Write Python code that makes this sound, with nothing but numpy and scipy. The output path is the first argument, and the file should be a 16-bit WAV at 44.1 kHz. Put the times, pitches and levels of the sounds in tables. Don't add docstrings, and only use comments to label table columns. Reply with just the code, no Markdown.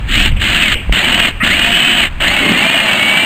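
import sys
import numpy as np
from scipy import signal
from scipy.fft import rfft, irfft
from scipy.io import wavfile
from scipy.ndimage import uniform_filter1d

SR = 44100
rng = np.random.default_rng(int(sys.argv[2]) if len(sys.argv) > 2 else 0)


def inscribe(sig):
    pcm = np.round(np.clip(np.atleast_2d(sig).T, -1, 1) * 32767)
    wavfile.write(sys.argv[1], SR, pcm.astype(np.int16))


N = 143325
T = np.arange(N) / SR


def amp(db):
    return 10 ** (np.asarray(db) / 20)


def unit(x):
    return x / np.sqrt(np.mean(x ** 2) + 1e-20)


def curve(points):
    return np.interp(T, *np.transpose(points))


def colour(x, points):
    hz, db = np.transpose(points)
    freqs = np.fft.rfftfreq(N, 1 / SR)
    gain = amp(np.interp(np.log(freqs + 1), np.log(hz + 1), db))
    return unit(irfft(rfft(x) * gain, N))


def noise():
    return rng.standard_normal(N)


def drift(hz):
    return unit(irfft(rfft(noise()) / (1 + (np.fft.rfftfreq(N, 1 / SR) / hz) ** 4), N))


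def ring(x, hz, width_hz):
    return unit(signal.lfilter(*signal.iirpeak(hz, hz / width_hz, SR), x))


def tone(hz):
    return np.sqrt(2) * np.sin(2 * np.pi * (np.cumsum(hz) / SR + rng.random()))


def swell(centre, length):
    return np.cos(np.pi * np.clip((T - centre) / length, -.5, .5))


# frequency in Hz, level in dB.
AIR_EQ = [(120, -11), (200, 3), (445, -9), (1300, -5.5), (2000, -2.5), (2790, -3), (5400, -25),
          (7020, -80.5)]


def open_air():
    return amp(-31) * colour(noise(), AIR_EQ)


# time in seconds, level in dB.
WIND_RIDE = [(0.0, -16), (0.24, -16.5), (0.32, -9), (0.66, -27), (0.73, -17.5), (0.85, -23.5), (0.9, -9.5),
             (0.99, -31), (1.26, -20.5), (1.98, -31), (2.2, -17), (2.52, -38), (3.25, -41.5)]
# frequency in Hz, level in dB.
WIND_EQ = [(10, -13), (28, -4), (55, -9.5), (100, -15.5), (200, -26), (500, -59), (2000, -100)]
# centre and length in seconds, pitch in Hz, level in dB.
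GUSTS = [(0.313, 0.14, 23.2, -12.5), (0.899, 0.058, 50, -4)]


def wind():
    rumble = amp(curve(WIND_RIDE)) * colour(noise(), WIND_EQ)
    buffets = sum(amp(db) * swell(centre, length) * np.sin(2 * np.pi * hz * (T - centre))
                  for centre, length, hz, db in GUSTS)
    pop = amp(-6) * swell(centre=.896, length=.0014) ** 2
    return rumble + buffets - pop


# start, attack and 60 dB decay time in seconds, level in dB.
RUB_CUES = [(0.313, 0.004, 0.083, -20), (.362, 0.0055, 0.13, -18), (0.744, 0.011, 0.36, -15),
            (1.3, 0.0073, 0.92, -29.5)]
# frequency in Hz, level in dB.
RUB_EQ = [(500, -4.5), (1300, -27), (2200, -1), (2900, 5), (3300, -4), (4000, -31), (5400, -29)]


def rubbing():
    level = sum(np.clip((T - start) / rise, 0, 1) * amp(db - 60 * np.maximum(T - start - rise, 0) / t60)
                for start, rise, t60, db in RUB_CUES)
    return level * colour(noise(), RUB_EQ)


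# start and length in seconds, pitch in Hz, level in dB.
SQUEAK_CUES = [(1.402, 0.0379, 648, -11), (2.21, 0.0385, 962, -27)]


def squeak(start, length, hz, db):
    harmonics_db = [-19.5, -4.5, 2, -3.5]
    bend = .22 * np.clip((T - start) / length - .5, -.5, .5)
    pitch = hz * (1 + bend + .055 * drift(hz=364))
    stack = sum(amp(part_db) * tone(k * pitch) for k, part_db in enumerate(harmonics_db, 1))
    return amp(db) * unit(stack) * np.sqrt(abs(swell(start + length / 2, length)))


# centre and length in seconds, pitch in Hz, glide in Hz per second, level in dB.
FALLING_TONE_CUES = [(0.632, 0.05, 2600, -3000, -12), (.675, .06, 2200, -4500, -15),
                     (2.77, 0.12, 2840, -400, -15.5)]


def falling_tone(centre, length, hz, glide, db):
    pitch = hz + glide * (T - centre) + 35 * drift(hz=308)
    return amp(db) * swell(centre, length) * tone(pitch)


# time in seconds, gear mesh in Hz.
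BURST_REVS = [(.07, 700), (.135, 1880), (.18, 2470), (.21, 2630), (.25, 2530), (.28, 2350), (.32, 1400),
              (.41, 2400), (.61, 2620), (.7, 2020), (.75, 1600), (.92, 600), (.96, 1480), (1.0, 2000),
              (1.04, 2310), (1.15, 2580), (1.26, 2450), (1.31, 1500), (1.44, 600)]
FOURTH_BURST_REVS = [(1.47, 1200), (1.49, 1480), (1.5, 1850), (1.53, 2200), (1.555, 2370), (1.62, 2500),
                     (1.75, 2580), (1.97, 2597), (2.01, 2500), (2.07, 1900)]
RUN_REVS = [(2.2, 900), (2.25, 1600), (2.28, 2000), (2.345, 2350), (2.37, 2200), (2.4, 2300), (2.45, 2120),
            (2.5, 2190), (2.55, 2010), (2.64, 2372), (2.72, 2490), (2.82, 2440), (2.9, 2280), (3.0, 2230),
            (3.1, 2280), (3.25, 2400)]


def motor_speed():
    return curve(BURST_REVS + FOURTH_BURST_REVS + RUN_REVS)


# start, end, fade-in and fade-out in seconds,
# then the levels of rasp, drone, growl, scrape and gears in dB.
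TRIGGER_PULLS = [(0.067, 0.316, 0.079, 0.057, -11.5, -22, -37.5, -21, -23.5),
                 (0.39, 0.753, 0.047, 0.019, -10.5, -25.5, -31.5, -22.5, -28.5),
                 (0.921, 1.323, 0.0031, 0.043, -12.5, -23.5, -26.5, -26.5, -22),
                 (1.422, 2.094, 0.027, 0.052, -10.5, -24.5, -29, -26, -22),
                 (2.2, 3.3, 0.0077, 0.019, -11.5, -25.5, -24.5, -32.5, -20.5)]


def trigger():
    return sum(amp(levels_db)[:, None] * np.clip(np.minimum((T - start) / rise, (end - T) / fall), 0, 1)
               for start, end, rise, fall, *levels_db in TRIGGER_PULLS)


# multiple of the mesh rate, level in dB.
SIDE_TONES = [(.091, -8), (.273, -7), (.364, -9), (.645, -10), (.875, -8), (1.145, -4), (1.18, -1.5),
              (1.28, -7), (1.75, -7)]
# frequency in Hz, gain in dB.
HOUSING_EQ = [(300, -3), (480, -14), (580, -3), (870, 0), (940, -9), (1100, -8), (1450, -3), (2200, 2.5),
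              (2550, -2), (2900, 4), (3500, -3), (4200, -5), (4500, -12), (4750, -21), (5200, -28)]


def gears(speed, level):
    full_speed_hz, full_spin_up_hz_per_s = 2500, 7000
    mesh_hz = speed + 10 * drift(hz=80)

    def partial(order, db, flutter):
        waver = 1 + flutter * drift(hz=80) + .36 * drift(hz=20)
        housing_db = np.interp(order * speed, *np.transpose(HOUSING_EQ))
        return amp(db + housing_db) * tone(order * mesh_hz) * waver

    acceleration = uniform_filter1d(np.gradient(speed) * SR, size=round(.03 * SR))
    spin_up = np.clip(acceleration / full_spin_up_hz_per_s, 0, 1) ** 2
    whine = partial(.99, db=3.5 + 2.5 * spin_up, flutter=.36)
    octave = partial(2, db=-3 + 9.5 * spin_up, flutter=.36)
    sides = sum(partial(order, db, flutter=.55) for order, db in SIDE_TONES)
    return level * (whine + octave + sides) * (speed / full_speed_hz) ** 1.7


# multiple of the mesh rate, rms depth in dB.
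CHATTER_PULSES = [(0.0153, 0.95), (.027, .5), (0.035, 0.5)]


def bite(speed):
    pulses = sum(depth_db * tone(order * speed) for order, depth_db in CHATTER_PULSES)
    return pulses + 1.7 * drift(hz=109)


def teeth(bite_db):
    chips_per_s, spread_db, chip_share = 2200, 2.2, .33
    chips = noise() * (rng.random(N) < chips_per_s / SR)
    chips *= amp(spread_db * np.minimum(rng.exponential(1, N), 3))
    grit = np.sqrt(chip_share) * unit(chips) + np.sqrt(1 - chip_share) * noise()
    return unit(grit * amp(bite_db))


# frequency in Hz, level in dB.
DRONE_EQ = [(53, -33.5), (90, -6), (123, -3), (210, 4), (284, 0), (380, -5), (440, -21.5), (1000, -59.5)]
GROWL_EQ = [(250, -27), (450, -10.5), (560, -1.5), (680, 0.5), (870, -3), (980, -2), (1200, -4),
            (1560, -27.5), (2640, -81.5)]
# centre and length in seconds, pitch in Hz, level in dB.
GROAN_CUES = [(1.435, 0.012, 250, -15), (1.465, 0.029, 200, -17.5), (2.468, 0.15, 288, -19.5),
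              (2.489, 0.25, 210, -15.5)]


def wall(force, bite_db, drone_level, growl_level):
    width_hz = 146
    drone = drone_level * colour(force, DRONE_EQ)
    growl = growl_level * colour(force, GROWL_EQ)
    groans = sum(amp(db) * swell(centre, length) * ring(ring(noise(), hz, width_hz), hz, width_hz)
                 for centre, length, hz, db in GROAN_CUES)
    roughness = unit(amp(1.06 * bite_db))
    return drone + growl + groans * roughness


# frequency in Hz, level in dB.
SCRAPE_EQ = [(2000, -50), (3100, -6.5), (3650, -0.5), (4100, -3), (4600, -16.5), (5400, -23)]


def scrape(bite_db, level):
    return level * colour(noise() * amp(bite_db), SCRAPE_EQ)


# frequency in Hz, level in dB.
RASP_EQ = [(900, -35.5), (1240, -13), (1790, -2.5), (2440, -4.5), (2940, 2.5), (3440, -6.5), (4410, -18),
           (5400, -29.5), (7020, -65.5)]
# centre and length in seconds, level in dB.
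CATCH_CUES = [(0.623, 0.023, -10), (0.743, 0.005, -10), (.926, .008, -6), (.98, .11, -12),
              (1.085, .008, -5), (1.146, .012, -3), (1.2, 0.014, -3), (1.252, 0.017, -8),
              (1.477, 0.0098, -6)]


def saw(force, bite_db, level):
    cup_drive = colour(noise(), RASP_EQ) * amp(.66 * bite_db)
    cup = ring(cup_drive, hz=2825, width_hz=150)
    rasp = unit(colour(force, RASP_EQ) + amp(-12.5) * cup)
    catch_level = sum(amp(db) * swell(centre, length) for centre, length, db in CATCH_CUES)
    return level * rasp + catch_level * colour(noise(), RASP_EQ)


def scene():
    speed = motor_speed()
    rasp_level, drone_level, growl_level, scrape_level, gear_level = trigger()
    bite_db = bite(speed)
    force = teeth(bite_db)
    drilling = saw(force, bite_db, rasp_level) + scrape(bite_db, scrape_level)
    drilling += wall(force, bite_db, drone_level, growl_level)
    drilling += gears(speed, gear_level)
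    friction = rubbing() + sum(squeak(*cue) for cue in SQUEAK_CUES)
    glides = sum(falling_tone(*cue) for cue in FALLING_TONE_CUES)
    return (drilling + friction + glides + wind() + open_air())[None]


def record(dry):
    step, ceiling, knee, soften, cutoff_hz = 4, .99, 4.5, .069, 15850
    coarse = signal.resample_poly(dry[0], 1, step)
    clipped = coarse / (1 + abs(coarse / ceiling) ** knee) ** (1 / knee)
    joined = np.interp(T, T[::step], clipped)
    dulled = np.convolve(joined, [soften, 1 - 2 * soften, soften], "same")
    lowpass = signal.firwin(511, cutoff_hz, window=("kaiser", 9), fs=SR)
    return signal.oaconvolve(dulled, lowpass, "same")[None]


dry = scene()
out = record(dry)
inscribe(out)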